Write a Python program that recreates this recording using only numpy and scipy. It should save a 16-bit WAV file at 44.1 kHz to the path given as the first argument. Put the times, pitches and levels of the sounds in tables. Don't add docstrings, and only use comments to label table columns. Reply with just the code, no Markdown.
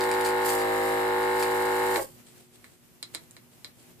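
import sys
import numpy as np
from scipy import signal
from scipy.fft import rfft, irfft
from scipy.io import wavfile

SR = 44100
rng = np.random.default_rng(int(sys.argv[2]) if len(sys.argv) > 2 else 0)


def persist_wave(psi):
    counts = np.round(np.clip(psi, -1, 1) * 32767).astype(np.int16)
    wavfile.write(sys.argv[1], SR, np.atleast_2d(counts).T)


N = 176400
TIME = np.arange(N) / SR

# start_s, strength_db, then trims body_db, metal_db, treble_db, board_db
TICK_HITS = [(1.9593,-6,5.5,-3.5,-15,-18),(2.643,-25.5,5.5,-6,-2.5,-3),(3.0278,-11,-6,0.5,0,-6),(3.148,-12,1,3,6,3),(3.237,-35.5,-3,-3,0,-12),(3.31,-29,-12,-23,6,-13),(3.3664,-25,2.5,-2.5,-6,4),(3.6457,-14.5,-3,0.5,-6.5,-5.5)]


def pump():
    # order, free_db, loaded_db, left_minus_right_db, left_lead_rad
    harmonics = [(1, -59, -59, 0, -0.1), (2, -57, -55, 1, 0.0), (3, -56, -55, 0, 0.5),
                 (4, -53, -51, 4, 0.0), (5, -49, -47, 0, 0.1), (6, -46, -42, 0, 0.1),
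                 (7, -31, -33, -1, 0.0), (8, -56, -61, -4, 0.1), (9, -34, -34, -4, 0.2),
                 (10, -47, -40, -8, 0.7), (11, -38, -39, 6, -2.9), (12, -52, -42, 1, 1.6),
                 (13, -50, -47, -3, -0.5), (14, -46, -46, -4, 1.6), (15, -39, -33, 6, 0.5),
                 (16, -33, -47, 2, 0.1), (17, -36, -41, 9, -0.0), (18, -42, -40, -1, 0.5),
                 (19, -46, -45, 5, 1.8), (20, -42, -45, 6, 0.4), (21, -48, -44, 5, 1.2),
                 (22, -53, -49, 10, 0.6), (23, -54, -44, -2, 1.8), (24, -46, -49, 5, 1.5),
                 (25, -61, -57, -3, 0.0), (26, -55, -48, -4, 1.7), (27, -42, -54, -19, -0.9),
                 (28, -46, -50, -4, 2.6), (29, -46, -45, -4, -2.5), (30, -46, -47, 9, -3.1),
                 (31, -46, -48, 0, 0.7), (32, -48, -42, -4, 1.6), (33, -48, -54, -9, -1.3),
                 (34, -43, -44, -3, -0.4), (35, -48, -50, 5, -0.6), (36, -51, -54, 3, -2.2),
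                 (37, -52, -44, 0, 2.8), (38, -51, -49, 4, -0.9), (39, -50, -46, 2, -1.0),
                 (40, -46, -48, 7, -1.7), (41, -47, -46, 2, 2.4), (42, -50, -55, -3, -2.0),
                 (43, -56, -57, -2, 0.7), (44, -60, -57, -1, -1.3)]
    # time_s, turns_per_s
    speed = [(0,53.42),(.15,53.43),(.3,53.3),(.45,53.47),(.6,52.85),(.75,53.1),(1.08,53.1),(1.25,53.28),(1.36,53.5),(1.48,53.3),(1.72,53.31),(1.9,53.6)]
    # time_s, share (0-1)
    suction_load = [(0,0.1),(.46,0.03),(.53,.85),(.72,1),(.93,1),(1.12,0.14),(1.4,0),(1.47,0.25),(1.66,0.13),(1.9,0.1)]
    # pitch_hz, level_db
    buzz_levels = [(2400,-63),(2800,-62.5),(3200,-68),(3600,-67),(4000,-60),(4400,-69)]
    # freq_hz, gain_db
    rush_eq = [(20,-18),(60,-24),(200,-27),(400,-8),(650,-7),(900,0),(1300,-1.5),(2100,-8),(2600,-11),(3400,-18),(4000,-11.5),(4500,-16),(5200,-16),(6000,-53),(15000,-45)]
    # freq_hz, gain_db
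    clatter_eq = [(500,-30),(1300,-10),(1800,15.5),(2250,-3),(2700,-7),(4000,9),(5500,-37),(14000,-35)]
    stop_s, stall_s, fade_db_per_s = 1.966, .1, 194
    smear_rad, chatter_order, clatter_decay_turns = .08, 24, 0.35
    coast_s = np.maximum(TIME - stop_s, 0)
    brake = np.maximum(1 - coast_s / stall_s, 0)
    turns = np.cumsum(curve(speed) * brake * (1 + 0.00099 * drift(hz=40))) / SR
    fade = amp(-fade_db_per_s * coast_s) * np.sqrt(brake)
    load = np.clip(curve(suction_load), 0, 1)
    orders, free_db, loaded_db = np.transpose(harmonics)[:3]
    drone, side = np.zeros((2, N)), np.array([[.5], [-.5]])
    for k, _, _, side_db, lead in harmonics:
        free = np.interp(k * brake, orders, amp(free_db))
        loaded = np.interp(k * brake, orders, amp(loaded_db))
        gain = (1 - load) * free + load * loaded
        phase = np.pi / 2 * (k % 2) + .25 * rng.standard_normal()
        if k >= chatter_order:
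            phase = .8 * rng.standard_normal()
        phase -= smear_rad * k ** 2
        flutter = 1 + .07 * drift(hz=25.6)
        pan = unit(amp(side * side_db))
        drone += np.sqrt(2) * gain * flutter * pan * np.cos(2 * np.pi * k * turns + phase + side * lead)
    for k in range(len(orders) + 1, 84):
        gain = amp(read(buzz_levels, k * speed[0][1]) + 2.6 * rng.standard_normal((2, 1)) + side * 11.5)
        drone += gain * np.cos(2 * np.pi * (k * turns + rng.random((2, 1))))
    rush = amp(-39.5) * noise(rush_eq) * (1 + 0.39 * np.cos(2 * np.pi * 2 * turns))
    clatter = amp(-43) * noise(clatter_eq) * np.exp(-((turns + 0.23) % 1) / clatter_decay_turns)
    return room((drone + rush + clatter) * fade, wet_db=-20.5)


def stall_knocks():
    # start_s, strength_db
    strokes = [(1.977,-30),(1.995,-27.5),(2.018,-41.5)]
    # pitch_hz, gain_db, t60_s
    casing = [(352,-21,0.13),(533,2,0.067),(662,-4.5,0.041),(835,-8,0.076),(1097,-7,0.08),(1620,-8,0.036),(1940,-8,0.051),(2230,-11,.04),(2800,-17,0.023)]
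    knocks = np.zeros(N)
    for start_s, db in strokes:
        add(knocks, start_s, amp(db) * ring(casing))
    return room(knocks, wet_db=-7)


def nozzle_hiss():
    # time_s, level_db
    surges = [(0,-41.5),(.2,-42.5),(.27,-37.5),(.34,-44.5),(.43,-42),(.46,-31.5),(.52,-31),(.57,-37.5),(.66,-43),(.86,-39.5),(1.05,-44),(1.35,-43),(1.42,-36.5),(1.48,-41.5),(1.57,-40),(1.68,-41.5),(1.9,-39.5),(1.96,-35),(2.02,-38.5),(2.085,-54.5),(2.16,-59),(2.21,-87)]
    # freq_hz, gain_db
    hiss_eq = [(1500,-30),(3000,0),(4000,-6),(4500,1.5),(5200,-0.5),(6100,-5),(7300,3),(8600,4),(10200,3),(11400,-4.5),(12600,5),(13700,5),(14600,-2.5)]
    return unit(at_nozzle(noise(hiss_eq))) * amp(curve(surges) + 1.2 * drift(hz=85))


def solder_spits():
    # start_s, strength_db, length_s
    spits = [(.007,-33,0.0039),(0.0089,-21.5,0.0028),(0.039,-21.5,0.0018),(.091,-31,.002),(0.1145,-19.5,0.0028),(.122,-34,0.0037),(.139,-25.5,0.0036),(.2105,-21,0.0017),(0.248,-18.5,0.024),(0.261,-21,0.035),(0.289,-23,0.0019),(0.305,-29,0.0035),(0.45,-28,.03),(0.492,-19,0.001),(.497,-25,0.044),(0.587,-23,0.052),(1.23,-31,0.0044),(1.395,-23.5,.02),(1.4267,-19.5,0.0019),(1.432,-21.5,0.0054)]
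    # freq_hz, gain_db
    spit_eq = [(500,-18),(2000,4),(3200,-2),(4000,-1),(4700,6.5),(5400,-2),(6200,-4),(8000,2),(10500,-3),(12000,-10),(15000,-14)]
    crackle, t = np.zeros(N), TIME[:SR // 16]
    for start_s, db, length_s in spits:
        burst = rng.standard_normal(len(t)) * rng.exponential(1, len(t)) * np.exp(-2 * t / length_s)
        add(crackle, start_s, amp(db + 13.5) * burst / np.linalg.norm(burst))
    return at_nozzle(room(colour(crackle, spit_eq), wet_db=-4))


def ticks():
    # pitch_hz, gain_db, t60_s
    gun = [(1074,-12.5,0.017),(1690,-5,0.0093),(2145,-3,0.0085),(3320,-5,0.0073),(3580,-1,0.0058),(4145,2.5,0.0088),(5050,-0.5,0.0043),(7400,-0.5,.004),(8300,-6,0.0048),(9570,-5,0.0049),(12700,-16,0.0012)]
    # pitch_hz, gain_db, t60_s
    board = [(332,-20.5,0.083),(485,-22.5,0.061),(650,-18.5,0.034),(980,-17,0.02)]
    # delay_s, left_gain, right_gain
    echoes = [(.0009,0.17,0.13),(.0022,0.49,.15),(.0062,0.45,0.075),(.009,.17,.08),(0.012,0.045,0.047)]
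    body_top_hz, treble_from_hz = 2800, 6000
    hits = np.zeros(N)
    for start_s, db, body_db, metal_db, treble_db, board_db in TICK_HITS:
        modes = []
        for hz, gain_db, t60 in gun:
            trim_db = body_db if hz < body_top_hz else treble_db if hz > treble_from_hz else metal_db
            modes.append((hz, gain_db + trim_db, t60))
        add(hits, start_s, amp(db - 13) * (ring(modes) + amp(board_db) * ring(board)))
    ears = np.array([amp(-6) * np.roll(hits, 4), hits])
    for delay_s, left, right in echoes:
        add(ears[0], delay_s, left * hits)
        add(ears[1], delay_s, right * hits)
    return room(ears, wet_db=-7.5)


def contact_snaps():
    # freq_hz, gain_db
    snap_eq = [(500,-28),(3000,-12),(6000,-3),(8500,7.5),(11000,-5),(14500,-7)]
    decay_s = .0006
    snaps, t = np.zeros(N), TIME[:SR // 100]
    for start_s, db, _, _, treble_db, _ in TICK_HITS:
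        burst = rng.standard_normal(len(t)) * np.exp(-t / decay_s)
        add(snaps, start_s, amp(db + treble_db - 4) * burst / np.linalg.norm(burst))
    snaps = colour(snaps, snap_eq)
    return at_nozzle([np.roll(snaps, 4), snaps])


def handling():
    # centre_s, length_s, level_db
    slides = [(2.285,0.08,-56),(2.41,0.15,-61),(2.55,0.051,-58.5),(2.7,0.18,-61.5),(3.144,0.024,-51),(3.535,.05,-62),(3.804,0.1,-58.5)]
    # freq_hz, gain_db
    slide_eq = [(100,0),(400,14),(1000,0),(4500,4.5),(6000,-3),(8000,8.5),(11500,-3),(14500,-16)]
    # time_s, level_db
    swells = [(0,-78),(2.1,-64),(2.33,-68),(2.6,-65),(3.1,-71),(3.25,-61),(3.5,-68),(3.8,-62),(4,-64)]
    # freq_hz, gain_db
    rumble_eq = [(20,-30),(70,-15),(115,-2),(170,-5),(280,-24),(600,-24),(3000,-60)]
    swishes = sum(amp(db) * np.exp(-(2 * (TIME - s) / length_s) ** 2) for s, length_s, db in slides)
    sliding = swishes * noise(slide_eq) * amp(2.4 * drift(hz=120))
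    return sliding + amp(curve(swells)) * noise(rumble_eq)


def fan_hum():
    # pitch_hz, level_db
    tones = [(120,-74.5),(241,-67.5),(360.7,-69)]
    hum = np.zeros(N)
    for hz, db in tones:
        waver = 1 + 0.34 * drift(hz=3.9)
        hum += np.sqrt(2) * amp(db) * waver * np.sin(2 * np.pi * hz * TIME + 0.19 * drift(hz=1.4))
    return hum


def room_tone():
    # freq_hz, gain_db
    bed_eq = [(12, -68), (20, -36), (65, -15), (91, -16), (123, -8.5), (176, -10), (239, -11.5), (267, -11),
              (361, -15.5), (392, -16.5), (489, -19), (825, -21.5), (1180, -24), (2700, -24.5),
              (3660, -27.5), (4430, -28), (14500, -25.5)]
    return amp(-56.5) * noise(bed_eq) * amp(1.6 * drift(hz=9.8))


def room(x, wet_db):
    # freq_hz, t60_s
    decay = [(100,0.75),(300,0.21),(700,0.24),(1700,0.2),(4500,0.13),(9000,0.13),(14000,0.038)]
    size = SR // 2
    taps = rng.standard_normal((2, size)) * np.clip(TIME[:size] / 0.0035 - .5, 0, 1)
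    hz, t, bands = signal.stft(taps, SR, nperseg=256)
    tail = signal.istft(bands * amp(-60 * t / read(decay, hz)[:, None]), SR, nperseg=256)[1]
    wet = signal.fftconvolve(np.atleast_2d(x), tail / np.linalg.norm(tail[0]), axes=1)[:, :N]
    return x + amp(wet_db) * wet


def at_nozzle(x):
    # freq_hz, left_minus_right_db
    balance = [(2500,5),(4000,2),(4700,0),(5900,2.5),(7400,-8.5),(9200,-2.5),(11200,-10),(12500,-1.5),(14500,-4.5)]
    return np.array([colour(ear, [(hz, side * db / 2) for hz, db in balance])
                     for ear, side in zip(x, (1, -1))])


def noise(eq):
    # freq_hz, correlation
    likeness = [(50,0.24),(300,0.14),(700,0.33),(1500,0.13),(4000,0),(14000,0)]
    left, other = rfft(rng.standard_normal((2, N)))
    shared = np.clip(read(likeness, np.fft.rfftfreq(N, 1 / SR)), -1, 1)
    right = shared * left + np.sqrt(1 - shared ** 2) * other
    return unit(colour(irfft(np.array([left, right]), N), eq))


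def ring(modes):
    t = TIME[:SR // 4]
    return sum((-1) ** k * amp(db - 60 * t / t60) * np.sin(2 * np.pi * hz * t)
               for k, (hz, db, t60) in enumerate(modes))


def drift(hz):
    rolloff = 1 + (np.fft.rfftfreq(N, 1 / SR) / hz) ** 4
    return unit(irfft(rfft(rng.standard_normal(N)) / rolloff, N))


def colour(x, eq):
    return irfft(rfft(x) * amp(read(eq, np.fft.rfftfreq(N, 1 / SR))), N)


def read(points, hz):
    freqs, values = np.transpose(points)
    return np.interp(np.log(hz + 1), np.log(freqs + 1), values)


def curve(points):
    return np.interp(TIME, *np.transpose(points))


def add(mix, start_s, sound):
    part = mix[max(round(start_s * SR), 0):][:len(sound)]
    part += sound[:len(part)]


def amp(db):
    return 10 ** (np.asarray(db) / 20)


def unit(x):
    return x / np.sqrt(np.mean(x ** 2) + 1e-20)


def scene():
    gun = pump() + stall_knocks() + nozzle_hiss() + solder_spits() + ticks() + contact_snaps()
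    return gun + fan_hum() + room_tone() + handling()


def record(dry):
    high_cut = signal.firwin(511, cutoff=14730, window=("kaiser", 9), fs=SR)
    return signal.oaconvolve(dry, high_cut[None], "same")


dry = scene()
out = record(dry)
persist_wave(out)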